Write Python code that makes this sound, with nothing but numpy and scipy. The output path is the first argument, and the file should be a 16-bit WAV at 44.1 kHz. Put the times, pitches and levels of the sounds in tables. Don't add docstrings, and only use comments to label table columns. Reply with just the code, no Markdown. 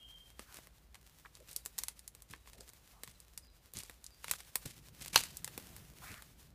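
import sys
import numpy as np
from scipy import signal
from scipy.fft import rfft, irfft, next_fast_len
from scipy.io import wavfile
from scipy.ndimage import uniform_filter1d, map_coordinates

SR = 44100
rng = np.random.default_rng(int(sys.argv[2]) if len(sys.argv) > 2 else 0)


def wav_record(signal):
    frames = np.transpose(np.atleast_2d(signal))
    bounded = np.clip(frames, -1, 1)
    quanta = np.round(bounded * 32767).astype(np.int16)
    wavfile.write(sys.argv[1], SR, quanta)


N = 288414

# start_s, level_db, thickness (0-1), ground_contact (0-1), sizzle_hz (band centre)
TWIG_SNAPS = [(0.394, -44, 0.66, 0.89, 8200), (0.5435, -49.5, 0.45, 0.69, 9700),
              (0.587, -53.5, 0.96, 1, 11700), (0.6712, -55.5, 0.62, 0.68, 10300),
              (0.9451, -53, 0.64, 0, 7100), (0.954, -53.5, 0.67, .4, 7400), (1.258, -54, 1, 0.54, 5900),
              (1.3524, -52.5, 0.43, .4, 5900), (1.5131, -50.5, 0.21, 1, 8900),
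              (1.5308, -49.5, .05, .8, 8600), (1.5631, -33, 0.18, 0.83, 8400),
              (1.6525, -47.5, 0.24, 0.8, 10000), (1.6603, -37.5, 0.42, .7, 9700),
              (1.7818, -40, 0.45, 0, 8800), (1.7874, -32, 0.36, 0, 8800), (1.8356, -35.5, 0.42, 0.4, 8900),
              (1.8837, -35.5, 0.44, 0.04, 7880), (1.9929, -50, 0.38, 0.41, 7850),
              (2.0781, -43.5, 0.3, 0.08, 8850), (2.15, -52, 0.47, .7, 9850),
              (2.2218, -51.5, 0.38, .4, 9700), (2.3108, -56, 0.26, 0.4, 9600), (2.3362, -45, 1, 0.49, 8100),
              (2.459, -63, .8, .5, 9000), (2.4742, -55, 0.73, 0.57, 7600), (2.533, -54, 0.56, 0, 7900),
              (2.6076, -49.5, 0.43, 1, 6560), (2.6914, -52, 0.43, 0.87, 7830),
              (2.7344, -56, 0.49, .8, 10500), (3.035, -41.5, 0.53, 0.75, 9300),
              (3.076, -50.5, 0.65, 0, 8900), (3.2023, -52.5, 0.3, .5, 8700),
              (3.3766, -41, 0.38, 0.54, 8200), (3.7367, -45.5, 0.26, 1, 11450),
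              (3.77, -41.5, 0.4, 0.11, 6570), (3.7879, -43, 0.13, 0.26, 9040), (3.8019, -50, 0.43, 0, 6400),
              (3.8343, -47, 0.41, .85, 7800), (3.897, -47, 0.63, 0.78, 12100), (4.0423, -48, 0.33, 0, 8170),
              (4.0649, -46, .15, 0, 6480), (4.2437, -41, 0.71, 0.28, 8570), (4.2823, -43, 0.7, 0, 8200),
              (4.3126, -26.5, 0.46, 0, 10000), (4.3364, -41.5, 0.7, 0, 9000),
              (4.404, -49.5, 0.62, 0.26, 8000), (4.5564, -27, 0.44, 0.5, 10900),
              (4.6592, -42.5, 0.48, 0.8, 8900), (5.007, -57, 0.48, 0.08, 7400),
              (5.0222, -49, 0.1, 0.12, 8450), (5.06, -43.5, 0.54, .65, 10760),
              (5.1446, -39.5, .75, 0, 10000), (5.237, -39, 0.47, 0.45, 7400), (5.3703, -40.5, 0, .15, 9050),
              (5.4451, -35.5, 0.42, 0.2, 8930), (5.4772, -42.5, 0.63, 0.58, 8950),
              (5.5776, -39, .53, 1, 10100), (5.7647, -47.5, 0.45, 0.1, 11800), (6.142, -49, 0.77, 0, 8700),
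              (6.2223, -50, 0.6, 0.3, 10000)]
# low_hz, high_hz
TWIG_BANDS = [(180, 550), (750, 2740), (2400, 4860)]
# start_s, level_db, split_ms
BRANCH_FIBRES = [(5.1574, -26.5, 0.38), (5.1583, -26.5, 0.067), (5.1594, -15.5, 0.107),
                 (5.1597, -24.5, 0.19), (5.1625, -27.5, 0.11), (5.1619, -27, 0.027)]
# centre_hz, width_hz, level_db
BRANCH_MODES = [(520, 30, -11), (883, 170, 4.5), (1600, 150, 0.5), (2074, 82, -10.5), (2730, 420, 4),
                (3240, 490, 4.5), (3905, 200, 3.5), (4300, 33, 7.5), (4820, 150, 6.5), (4763, 170, 13),
                (6230, 610, -4.5), (8050, 210, -2)]
# peak_s, thud_db, crunch_db, rise_s
STEPS = [(0.571, -71.5, -61, 0.04), (1.496, -64, -56.5, 0.021), (1.812, -69, -62.5, 0.0095),
         (2.31, -55, -58, 0.022), (2.601, -61.5, -64, 0.06), (3.09, -62.5, -58.5, 0.028),
         (3.769, -48, -47, 0.02), (4.323, -56.5, -49, 0.064), (4.656, -43.5, -49, 0.0029),
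         (5.016, -54.5, -48, 0.0051), (5.132, -52.5, -40, 0.0025), (5.17, -46, -41, 0.0067),
         (5.208, -54, -89, 0.0047), (6.114, -48.5, -55, 0.0243)]
# (per Hz, relative)
THUD_SPECTRUM = [(30, -9.5), (80, 2), (160, 3.5), (240, -6), (400, -11.5), (900, -29.5), (3000, -66)]
# (per Hz, relative)
CRUNCH_SPECTRUM = [(100, -25), (300, -8.5), (900, -10), (2500, -1), (4500, -2), (8000, -3), (12000, -5),
                   (15000, -12)]
# start_s, length_s, start_hz, middle_hz, end_hz, level_db
SCUFFS = [(0.459, 0.121, 1500, 1219, 1380, -67), (1.248, 0.021, 1305, 1500, 1500, -56),
          (1.385, 0.0554, 407, 494, 420, -64.5), (2.542, 0.097, 600, 525, 692, -68),
          (2.914, 0.102, 1008, 970, 1062, -71.5), (6.018, 0.034, 1000, 1180, 1130, -58),
          (6.049, 0.0974, 1606, 2003, 1874, -56.5), (6.146, 0.067, 1870, 1665, 1409, -60.5)]
# time_s, level_db
SHUFFLE_LEVEL = [(0.0, -68.5), (0.22, -67), (0.53, -58), (0.69, -73.5), (1.18, -69), (1.73, -63),
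                 (2.17, -72), (2.33, -77), (2.48, -64.5), (3.48, -73.5), (3.73, -70), (3.88, -67.5),
                 (5.04, -62), (5.19, -64), (5.5, -62.5), (6.14, -62.5), (6.47, -67.5), (6.54, -72.5)]
# (per Hz, relative)
NEEDLE_SPECTRUM = [(100, -14.5), (300, -1.5), (800, -2), (2000, 0), (4000, -0.5), (7000, -1.5),
                   (11000, -2.5), (15000, -3)]
# peak_s, level_db, rise_s
SWISHES = [(.57, -64.5, 0.08), (5.801, -61, 0.57), (6.049, -53, 0.039)]
# (per Hz, relative)
GROWTH_SPECTRUM = [(200, -52), (600, -2), (1200, -6.5), (1900, -5.5), (2700, -7), (5000, -10.5),
                   (15000, -10)]
# start_s, length_s, start_hz, end_hz, level_db
BIRD_WHISTLES = [(0, 0.284, 3300, 3188, -62.5), (.01, 0.051, 2792, 2984, -64.5),
                 (1.6, .053, 4000, 3820, -74), (2.36, .1, 3950, 3840, -79), (2.713, 0.039, 4683, 3400, -76),
                 (2.831, 0.026, 4300, 3870, -83), (3.151, 0.021, 4260, 3690, -73),
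                 (3.425, 0.055, 5130, 4820, -70.5), (3.479, 0.024, 4264, 3770, -72.5),
                 (4.107, .06, 5000, 4680, -70)]
# time_s, level_db
STIR_LEVEL = [(0.0, -73.5), (4.33, -75.5), (4.59, -68), (4.81, -64), (5.77, -59), (6.25, -66.5),
              (6.54, -65)]
# (per Hz, relative)
AIR_SPECTRUM = [(15, -22.5), (30, -32.5), (42, -1), (57, 5), (80, -9), (130, -13), (250, -22.5),
                (600, -23.5), (1500, -30), (4000, -35.5), (15000, -63.5)]

# (thinnest dB, thickest dB)
BODY_DB, CRACK_DB = (-35, 17.5), (-31.5, 4)
KNOCK_DB = (-32.5, 4)
SPLIT_MS = (.08, .25)
TICK_LAG_S, TICK_SPREAD_S, TICK_DB, TICK_SPREAD_DB, TICK_HZ = 0.011, 0.045, -61, 2, 8550
SETTLE_S = 0.055
SPRING_BACK_S = .11
GLIDE_S = 0.0112
TOP_HZ = 15250


def amp(db):
    return 10 ** (np.asarray(db) / 20)


def unit(x):
    return x / np.sqrt(np.mean(x ** 2) + 1e-20)


def burst(x):
    return x * np.sqrt(.005 * SR / (np.sum(x ** 2) + 1e-20))


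def curve(rows):
    return np.interp(np.arange(N) / SR, *np.transpose(rows))


def between(ends, share):
    return ends[0] + (ends[1] - ends[0]) * np.clip(share, 0, 1)


def wobble(rate, size):
    knots = rng.standard_normal(int(size * rate / SR) + 4)
    return map_coordinates(knots, [np.arange(size) * rate / SR])


def swell(s, rise, fade):
    t = np.arange(N) / SR - s
    return np.exp(-np.minimum(np.where(t < 0, (t / rise) ** 2, t / fade), 20))


def filtered(x, response):
    m = next_fast_len(len(x) + min(len(x) // 4, 8192))
    return irfft(rfft(x, m) * response(np.fft.rfftfreq(m, 1 / SR)), m)[:len(x)]


def coloured(x, spectrum):
    f, db = np.transpose(spectrum)
    return unit(filtered(x, lambda hz: amp(np.interp(np.log(hz + 1), np.log(f), db))))


def ringing(x, modes):
    def response(f):
        total = 0
        for k, (centre, width, db) in enumerate(modes):
            mode = 1j * f * width / (centre * centre - f * f + 1j * f * width)
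            total = total + (-1) ** k * amp(db) * mode
        return total
    return filtered(x, response)


def add(track, s, x):
    part = track[round(s * SR):][:len(x)]
    part += x[:len(part)]


def tear(t, split_ms):
    u = np.maximum(t, 0) * 1000 / split_ms
    return burst(u * np.exp(-u) * rng.standard_normal(len(t)))


def even(x, width_hz):
    z = rfft(x)
    power = uniform_filter1d(np.abs(z) ** 2, max(1, int(width_hz * len(x) / SR)))
    return burst(irfft(z / np.sqrt(np.abs(power) + 1e-12), len(x)))


def scatter(t, near_s, falloff, t60):
    t = np.maximum(t, 0)
    lumps = amp(wobble(500, size=len(t)) - 60 * t / t60)
    onset = 1 - np.exp(-t / 0.00029)
    return burst(rng.standard_normal(len(t)) * lumps * onset * (1 + t / near_s) ** -falloff)


def crackle(rate, spread_db, hiss_db):
    hits = (rng.random(N) < rate / SR) * rng.choice([-1, 1], N)
    sizes = amp(spread_db * np.minimum(rng.exponential(size=N), 4))
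    return unit(hits * sizes) + amp(hiss_db) * rng.standard_normal(N)


def twigs(ring_db):
    out = np.zeros(N)
    t = np.arange(4096) / SR - .003
    for s, level_db, thickness, contact, sizzle_hz in [*TWIG_SNAPS, *ticks(count=2)]:
        crack = even(tear(t, between(SPLIT_MS, thickness)), width_hz=710)
        crack += amp(-3) * scatter(t, near_s=.002, falloff=1.05, t60=.35)
        crack += amp(-14) * tear(t + 0.0016, split_ms=0.957)
        mode_hz = np.geomspace(500, 12000, 10) * np.exp(.1 * rng.standard_normal(10))
        ring = ringing(crack, [(hz, 60 + .06 * hz, 0) for hz in mode_hz])
        crack = burst(crack) + amp(ring_db) * burst(ring)
        bands = [*TWIG_BANDS, (sizzle_hz / 1.62, sizzle_hz * 1.556)]
        for k, (band, db) in enumerate(zip(bands, balance(level_db, thickness, contact))):
            b, a = signal.butter(2, np.minimum(band, SR / 2 - 1), "band", fs=SR)
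            polarity = (-1) ** k
            add(out, s + t[0], polarity * amp(db) * burst(signal.lfilter(b, a, crack)))
    return out


def ticks(count):
    rows = []
    for step_s, *_ in STEPS:
        for _ in range(count):
            s = step_s + TICK_LAG_S + TICK_SPREAD_S * rng.normal()
            level_db = TICK_DB + TICK_SPREAD_DB * rng.normal()
            rows.append((s, level_db, rng.uniform(0.307, 0.61), rng.random(), TICK_HZ))
    return rows


def balance(level_db, thickness, contact):
    body = between(BODY_DB, thickness)
    parts = np.array([body + between(KNOCK_DB, contact), body, between(CRACK_DB, thickness), 0])
    return level_db + parts - 20 * np.log10(np.linalg.norm(amp(parts)))


def branch(db, edge_db, echo_db):
    out = np.zeros(N)
    t = BRANCH_FIBRES[0][0] - .005 + np.arange(SR // 2) / SR
    splits = [amp(level) * even(tear(t - s, split_ms), width_hz=2800) for s, level, split_ms in BRANCH_FIBRES]
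    crack = burst(sum(splits))
    loudest_s = BRANCH_FIBRES[2][0]
    echo = scatter(t - loudest_s, near_s=0.0077, falloff=1.28, t60=1.0)
    dull = signal.sosfilt(signal.butter(1, [600, 8000], "band", fs=SR, output="sos"), echo)
    wood = burst(ringing(crack + amp(echo_db) * echo, BRANCH_MODES))
    edge = crack + amp(echo_db) * dull
    add(out, t[0], amp(db) * burst(wood + amp(edge_db) * edge))
    return out


def footsteps():
    weight, crush = np.zeros(N), np.zeros(N)
    for s, thud_db, crunch_db, rise in STEPS:
        press = swell(s, rise, SETTLE_S)
        weight += amp(thud_db) * press ** 2.5
        crush += amp(crunch_db) * press
    thud = weight * coloured(rng.standard_normal(N), THUD_SPECTRUM)
    return thud + crush * clumps(CRUNCH_SPECTRUM, clump_db=4)


def clumps(spectrum, clump_db):
    grains = crackle(rate=1500, spread_db=4, hiss_db=-5)
    return coloured(grains * amp(clump_db * wobble(120, size=N)), spectrum)


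def scuffs(width):
    out = np.zeros(N)
    for s, length, start_hz, middle_hz, end_hz, db in SCUFFS:
        u = np.linspace(0, 1, int(length * SR))
        hz = np.interp(u, [0, .5, 1], [start_hz, middle_hz, end_hz])
        phase = 2 * np.pi * np.cumsum(hz) / SR
        rub = sum(wobble(width * middle_hz, size=len(u)) * wave(phase) for wave in (np.sin, np.cos))
        stroke = np.sqrt(np.abs(np.sin(np.pi * u)))
        add(out, s, amp(db) * unit(stroke * rub))
    return out


def rustle(flutter_db):
    flutter = amp(flutter_db * wobble(35, size=N))
    needles = coloured(crackle(rate=280, spread_db=8, hiss_db=6), NEEDLE_SPECTRUM)
    sweep = sum(amp(db) * swell(s, rise, SPRING_BACK_S) for s, db, rise in SWISHES)
    growth = coloured(crackle(rate=2700, spread_db=32, hiss_db=8.0), GROWTH_SPECTRUM)
    return amp(curve(SHUFFLE_LEVEL)) * flutter * needles + sweep * growth


def birds(waver):
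    out = np.zeros(N)
    for s, length, start_hz, end_hz, db in BIRD_WHISTLES:
        u = np.linspace(0, 1, int(length * SR))
        glide_hz = end_hz + (start_hz - end_hz) * np.exp(-u * length / GLIDE_S)
        hz = glide_hz * (1 + waver * wobble(114, size=len(u)))
        breath = np.sqrt(np.abs(2 * np.sin(np.pi * u ** 0.38)))
        add(out, max(s, 0), amp(db) * breath * np.sin(2 * np.pi * np.cumsum(hz) / SR))
    t = np.arange(SR // 3) / SR
    trees = rng.standard_normal(len(t)) * amp(-60 * t / 0.577)
    return out + signal.fftconvolve(out, trees / np.linalg.norm(trees))[:N]


def air():
    rumble = amp(-65.0) * coloured(rng.standard_normal(N), AIR_SPECTRUM)
    stir = amp(curve(STIR_LEVEL)) * coloured(rng.standard_normal(N), THUD_SPECTRUM)
    return rumble + stir


def scene():
    walker = twigs(ring_db=-12) + branch(db=-14.5, edge_db=-4.5, echo_db=-8.0)
    walker += footsteps() + scuffs(width=0.76) + rustle(flutter_db=3.5)
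    return (walker + birds(waver=0.0088) + air())[None]


def record(dry):
    return signal.sosfilt(signal.ellip(10, .2, 80, TOP_HZ, fs=SR, output="sos"), dry)


dry = scene()
out = record(dry)
wav_record(out)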